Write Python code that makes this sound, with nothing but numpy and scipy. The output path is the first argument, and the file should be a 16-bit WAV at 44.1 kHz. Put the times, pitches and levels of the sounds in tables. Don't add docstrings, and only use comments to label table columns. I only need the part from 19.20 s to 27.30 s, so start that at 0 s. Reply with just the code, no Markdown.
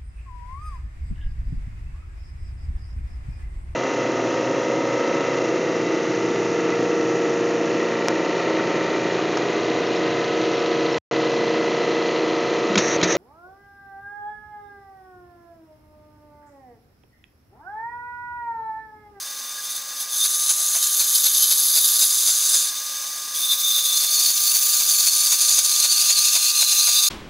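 import sys
import numpy as np
from scipy import signal
from scipy.fft import rfft, irfft, next_fast_len
from scipy.io import wavfile
from scipy.ndimage import uniform_filter1d, map_coordinates

SR = 44100
rng = np.random.default_rng(int(sys.argv[2]) if len(sys.argv) > 2 else 0)


def wav_out(sig):
    wavfile.write(sys.argv[1], SR, np.round(np.clip(np.atleast_2d(sig).T, -1, 1) * 32767).astype(np.int16))


N = 357033
TIME = np.arange(N) / SR
STOP_S, RUSH_S = 7.887, 7.899

# time_s, level_db
MESH_LEVEL = [(0, -47), (.9, -46), (1.2, -41.5), (3.1, -45), (4.5, -42), (7.9, -38.5)]
# pitch_hz, width_hz, level_db
DRIVE_TONES = [(262, 90, -69), (820, 30, -63), (1650, 70, -51), (1950, 50, -59), (2401, 20, -63),
               (3601, 14, -47), (4533, 25, -53), (5249, 25, -53), (8129, 90, -55), (8780, 90, -57),
               (10950, 200, -52), (14830, 200, -50)]
# time_s, level_db
GUIDE_LEVEL = [(0, -31.5), (.9, -32), (3.6, -27), (4.1, -29)]
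# pitch_hz, width_hz, lift_db
STEEL_MODES = [(556,55,8),(688,19,8.5),(805,11,4.5),(1064,30,12.5),(1510,240,5.5),(2307,17,9.5),(2710,7.4,8),(3470,48,3),(3607,162,15),(3804,41,11.5),(4140,225,8.5),(4150,60,1),(4560,57,1.5),(4788,360,8.5),(6024,210,8),(6242,240,14.5),(6392,98,10),(6765,370,14.5),(7100,140,0),(7294,256,15.5),(7824,224,11.5),(8185,200,9.5),(8720,190,8.5),(9440,455,13.5),(9915,225,10),(10610,120,10.5),(11410,540,5.5),(14760,240,3.5)]
# frequency_hz, gain_db
IDLE_COLOUR = [(60, -32), (250, -20.5), (1000, -15), (2100, -11), (3200, -5.5), (3700, -7.5), (5500, 1),
               (7000, -12.5), (9000, -8), (11300, -5.5), (13000, -2.5), (15600, -6)]
FIRST_CUT_COLOUR = [(60, -38), (250, -32), (350, -29.5), (1000, -22.5), (1700, -17), (2100, -22.5),
                    (3700, -8.5), (4500, -7), (5500, -4), (7000, -10.5), (9000, -6.5), (11300, -4.5),
                    (13000, -9), (15600, -8.5)]
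SECOND_CUT_COLOUR = [(60, -29), (250, -28), (350, -20.5), (1000, -13), (2100, -10.5), (2500, -1.5),
                     (3700, -7), (4500, -3), (5500, 0), (7000, -12), (9000, -5.5), (13000, 1.5),
                     (15600, -2.5)]
# time_s, level_db
TUBE_GRAZES = [(.445, -7), (.51, -5), (.565, -5), (.77, -8), (.815, -2.5), (3.485, -6), (3.57, -14)]
# time_s, level_db, rise_s, fall_s, tooth_rate_hz
EDGE_STRIKES = [(.83, -35, .015, .015, 3630), (1.024, -22.3, .024, .02, 3630), (4.25, -22, .03, .03, 3605),
                (4.32, -18.5, .024, .02, 3590), (4.48, -23.5, .09, .05, 3595), (4.575, -23, .04, .03, 3588),
                (4.68, -27, .07, .27, 3560)]
# start_s, end_s, attack_s, release_s
CUT_SPANS = [(.87, 3.48, 0.088, 0.066), (4.125, 7.92, .03, .02)]
# time_s, rasp_db, chatter_db, sizzle_db, squeal_hz
FIRST_CUT_FEED = [(.94, -26, -6, 0.5, 3490), (1.4, -24, -10.5, -2, 4063), (2.1, -23.5, -6, 1, 4160),
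                  (2.65, -23.5, -4, 5, 4820), (2.95, -22.5, -7, 0, 4750), (3.42, -21, -7, -3.5, 4810)]
SECOND_CUT_FEED = [(4.15, -28, -1, -3, 3703), (4.55, -25, -1, -3.5, 3800), (5.05, -22, 0, -4.5, 4513),
                   (5.2, -23, -2, -3.5, 4560), (5.75, -20.5, -2.5, -5, 4595), (6.25, -20, -2.5, -8, 4493),
                   (6.9, -20.5, 0, -8, 4440), (7.85, -21, -.5, -5.5, 4056)]
# start_s, end_s, pitch_hz, width_hz, level_db
WALL_SCREECHES = [(.88, 1.6, 10130, 380, -29), (1.15, 2.9, 3100, 20, -45.5),
                  (1.53, 3.45, 10610, 130, -32.5), (1.55, 2.9, 11470, 520, -27.5),
                  (1.45, 2.45, 15080, 350, -36), (4.125, 4.85, 14360, 300, -32),
                  (4.85, 5.95, 14990, 240, -29.5), (5.75, 6.1, 4380, 170, -29), (6.5, 8.2, 2660, 480, -37),
                  (7, 7.95, 4180, 380, -29), (7.66, 7.92, 3650, 240, -25.5), (7.6, 7.95, 4720, 160, -26)]
# time_s, bite_db, lift_off_db
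TUBE_SNATCHES = [(1.05, 3, 0), (1.298, 4, 0), (1.635, 5, 0.5), (1.958, 8, 0.5), (2.147, 1.5, -1),
                 (2.24, 4.5, 0.5), (3.485, 6.5, 0.5), (5.69, 1.5, 0), (6.255, 4, -1), (6.465, 1, 1),
                 (6.58, 0, 0.5), (6.72, -0.5, 0.5), (7.298, 4.5, 4), (7.52, 5, 0), (7.725, 7, -1)]
# frequency_hz, gain_db
WELD_COLOUR = [(100, -24), (350, -15), (520, 1), (900, 3), (1600, 3), (2600, 10.5), (4000, -5.5),
               (8000, -24)]
# after_weld_s, bite_db, half_length_s
KEEN_STRETCHES = [(0.08, 1, .014), (0.182, 1.07, .013), (0.228, 0.5, 0.0196)]
# frequency_hz, gain_db
RUSH_COLOUR = [(200, -5), (500, -8), (1000, 1), (1800, -2), (3300, 0.5), (5500, -7), (9000, -16.5),
               (15000, -24)]
RUMBLE_COLOUR = [(20, -2), (60, -0.5), (130, -8), (210, -2.5), (320, -3), (500, -10.5), (1000, -15.5),
                 (3000, -24), (8000, -71)]


def amp(db):
    return 10 ** (np.asarray(db) / 20)


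def unit(x):
    return x / np.sqrt(np.mean(x ** 2) + 1e-20)


def colour_db(colour, hz):
    points_hz, db = np.transpose(colour)
    return np.interp(np.log(hz + 1), np.log(points_hz), db)


def curves(rows):
    times, *columns = np.transpose(rows)
    return [np.interp(TIME, times, column) for column in columns]


def during(start, end, fade):
    return np.clip(np.minimum(TIME - start, end - TIME) / fade, 0, 1)


def swell(peak_s, rise, fall):
    return np.exp(-((TIME - peak_s) / np.where(TIME < peak_s, rise, fall)) ** 2)


def bumps(times, sizes, rise, fall):
    steps = np.arange(-SR // 10, SR // 10)
    shape = np.exp(-(steps / SR / np.where(steps < 0, rise, fall)) ** 2)
    places = np.round(times * SR).astype(int)[:, None] + steps
    heights = np.outer(sizes * np.ones(len(times)), shape)
    return np.bincount(places.ravel(), heights.ravel(), N)[:N]


def wobble(rate):
    knots = rng.standard_normal(int(N * rate / SR) + 4)
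    coarse = map_coordinates(knots, [TIME[::8] * rate])
    return unit(np.interp(TIME, TIME[::8], coarse))


def filtered(x, response):
    size = next_fast_len(N + 8192)
    return irfft(rfft(x, size) * response(np.fft.rfftfreq(size, 1 / SR)), size)[..., :N]


def noise(colour):
    return unit(filtered(rng.standard_normal(N), lambda hz: amp(colour_db(colour, hz))))


def phase(hz):
    return 2 * np.pi * np.cumsum(hz * np.ones(N)) / SR


def ringing(hz, width):
    turn = phase(hz)
    return unit(wobble(width) * np.cos(turn) + wobble(width) * np.sin(turn))


def gear_drive(welds):
    load = bumps(welds + 0.015, rng.rayleigh(size=len(welds)), rise=0.024, fall=0.038)
    mesh_hz = 1200 + 1.1 * wobble(10)
    sag_db = .8 * wobble(14) - 3.5 * load
    whine = amp(curves(MESH_LEVEL)[0] + sag_db) * np.sin(phase(mesh_hz))
    side_tone = amp(-51.5 + 1.2 * wobble(12)) * np.sin(phase(1101 + 2 * wobble(25)))
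    tones = sum(amp(db) * ringing(hz, width) for hz, width, db in DRIVE_TONES)
    cutting = during(0.95, 3.36, fade=0.25) + during(4.26, 8.1, fade=0.14)
    return whine + amp(-5 * cutting) * (side_tone + tones)


def steel(colour, hz):
    peaks_db = sum(db / (1 + (2 * (hz - centre) / width) ** 2) for centre, width, db in STEEL_MODES)
    return amp(colour_db(colour, hz) + peaks_db)


def friction(scatter_db, clump_db, clump_rate):
    return rng.standard_normal(N) * amp(scatter_db * wobble(2400) + clump_db * wobble(clump_rate))


def frame_and_guides():
    grit = friction(scatter_db=0, clump_db=0.87, clump_rate=200)
    rub = unit(filtered(grit, lambda hz: steel(IDLE_COLOUR, hz)))
    drone = filtered(rub, lambda hz: 1 / (1 + (hz / 2200) ** 8))
    return amp(-49) * unit(drone) + amp(curves(GUIDE_LEVEL)[0] - 0.46) * (rub - drone)


def band_ping():
    return amp(-40) * swell(peak_s=.39, rise=.022, fall=.022) * np.sin(phase(hz=1655))


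def grazes():
    times, db = np.transpose(TUBE_GRAZES)
    return bumps(times, amp(db), rise=0.02, fall=0.025)


def stick_slip(rate, scatter):
    cycle = np.cumsum(rate * np.exp(scatter * wobble(rate))) / SR
    sizes = rng.rayleigh(size=int(cycle[-1]) + 1)
    ramps = (cycle % 1 - .5) * sizes[cycle.astype(int)]
    return unit(uniform_filter1d(ramps, size=90))


def chip_bands(colour):
    def response(hz):
        edges_hz = np.array([[3200], [5500], [10200]])
        lowpasses = 1 / (1 + (hz / edges_hz) ** 40)
        return steel(colour, hz) * np.diff(lowpasses, axis=0, prepend=0, append=1)

    grit = friction(scatter_db=1, clump_db=1.5, clump_rate=420)
    return map(unit, filtered(grit, response))


def blade_squeals(pitch_hz, judder, lower_db, upper_db):
    lower_hz = pitch_hz + 20 * judder
    upper_hz = 3500 + .75 * lower_hz
    lower = amp(lower_db + 2.6 * wobble(28)) * ringing(lower_hz + 150 * wobble(45), width=380)
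    upper = amp(upper_db + 2.8 * wobble(28)) * ringing(upper_hz + 160 * wobble(45), width=480)
    return lower + upper


def cut(span, feed, welds, colour, body_db, chatter_db, rasp_db, sizzle_db,
        squeal_db, upper_db, judder_db, bite_db, lift_db):
    rasp, chatter, sizzle, squeal_hz = curves(feed)
    snatch_s, snatch_db, spring_db = np.transpose(TUBE_SNATCHES)
    snatches = bumps(snatch_s, snatch_db, rise=0.014, fall=0.00943)
    spring_back = bumps(snatch_s + 0.031, spring_db, rise=0.0145, fall=.03)
    force_db = lap_force(welds, bite_db, lift_db) - spring_back
    judder = .7 * force_db + judder_db * stick_slip(rate=24, scatter=.4) + snatches
    force_db += 0.55 * stick_slip(rate=37, scatter=0.54)
    body, low, mid, top = chip_bands(colour)
    sound = amp(rasp + body_db + 0.63 * judder) * body
    sound += amp(rasp + chatter + chatter_db + judder) * low
    sound += amp(rasp + rasp_db + 0.65 * judder) * mid
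    sound += amp(rasp + sizzle + sizzle_db + 0.077 * judder) * top
    sound += amp(rasp + 0.46 * judder) * blade_squeals(squeal_hz, judder, squeal_db + chatter, upper_db)
    sound += amp(judder) * wall_screeches(*span[:2])
    return sound * amp(force_db)


def workshop(x, wet_db, t60_s):
    t = np.arange(SR // 4) / SR
    tail = rng.standard_normal(len(t)) * amp(-60 * t / t60_s) * (t > .003)
    return x + amp(wet_db) * signal.fftconvolve(x, tail / np.linalg.norm(tail))[:N]


def tooth_tone():
    tooth_hz = curves(EDGE_STRIKES)[-1]
    level = sum(amp(db) * swell(peak_s, rise, fall) for peak_s, db, rise, fall, _ in EDGE_STRIKES)
    turn = phase(tooth_hz + 14 * wobble(120))
    tone = np.sin(turn) + amp(-30) * np.sin(2 * turn)
    rasp = amp(-13) * ringing(tooth_hz - 100, width=300)
    stutter_db = 1.6 * wobble(70) + 1.8 * stick_slip(rate=16, scatter=.3)
    return level * amp(2.6 + stutter_db) * (tone + rasp)


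def contact(start, end, attack, release):
    return np.clip(np.minimum((TIME - start) / attack, (end - TIME) / release), 0, 1)


def wall_screeches(cut_start, cut_end):
    sound = np.zeros(N)
    for start, end, hz, width, db in WALL_SCREECHES:
        if cut_start < (start + end) / 2 < cut_end:
            arch = np.sqrt(during(start, end, fade=(end - start) / 2))
            sound += amp(db) * arch * ringing(hz, width)
    return sound


def weld_times(first_s, lap_s, lengthening_s, end_s):
    laps = np.arange(int((end_s - first_s) / lap_s) + 1)
    times = first_s + lap_s * laps + lengthening_s * laps ** 2 / 2
    return times[times < min(end_s, STOP_S)]


def lap_force(welds, bite_db, lift_db):
    bite = bumps(welds, bite_db, rise=.017, fall=.024)
    lift_off = bumps(welds + 0.0323, lift_db, rise=.015, fall=.025)
    keen = sum(bumps(welds + after, db, rise=half, fall=half) for after, db, half in KEEN_STRETCHES)
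    return bite - lift_off + keen


def weld_knocks(welds, first_db, per_lap_db):
    level_db = first_db + per_lap_db * np.arange(len(welds))
    grit = friction(scatter_db=0, clump_db=1, clump_rate=370)
    scrape = unit(filtered(grit, lambda hz: steel(WELD_COLOUR, hz)))
    return bumps(welds + 0.0056, amp(level_db), rise=0.015, fall=0.012) * scrape


def closing_rush():
    age = np.maximum(TIME - RUSH_S, 0)
    hiss = noise(RUSH_COLOUR) * (amp(-33 - 204 * age) + amp(-50))
    rumble = noise(RUMBLE_COLOUR) * amp(-36.5 - 25 * age)
    return (hiss + rumble) * np.clip(age / 0.0071, 0, 1)


def scene():
    span1, span2 = CUT_SPANS
    welds1 = weld_times(first_s=1.0495, lap_s=.2508, lengthening_s=.00093, end_s=span1[1])
    welds2 = weld_times(first_s=4.33, lap_s=.25534, lengthening_s=.00037, end_s=span2[1])
    first = cut(span1, FIRST_CUT_FEED, welds1, FIRST_CUT_COLOUR,
                body_db=-22.5, chatter_db=0.3, rasp_db=-1.16, sizzle_db=-2.2,
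                squeal_db=-9, upper_db=-11, judder_db=1, bite_db=3, lift_db=0.84)
    second = cut(span2, SECOND_CUT_FEED, welds2, SECOND_CUT_COLOUR,
                 body_db=-20.5, chatter_db=-5.5, rasp_db=-1.6, sizzle_db=1.8,
                 squeal_db=-6.5, upper_db=-8.5, judder_db=1.5, bite_db=1.5, lift_db=2.6)
    cuts = first * (contact(*span1) + grazes()) + second * contact(*span2)
    knocks = weld_knocks(welds1, first_db=-35.5, per_lap_db=-0.02)
    knocks += weld_knocks(welds2, first_db=-38.5, per_lap_db=0.66)
    cutting = workshop(cuts + knocks, wet_db=-9, t60_s=0.044)
    machine = gear_drive(np.concatenate([welds1, welds2])) + frame_and_guides() + band_ping()
    saw = (machine + cutting + tooth_tone()) * during(0, STOP_S, fade=0.00051)
    return np.tile(saw + closing_rush(), (2, 1))


def record(dry):
    ceiling, top_hz = .75, 15750
    rounded = dry / (1 + (dry / ceiling) ** 6) ** (1 / 6)
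    return filtered(rounded, lambda hz: hz < top_hz)


dry = scene()
out = record(dry)
wav_out(out)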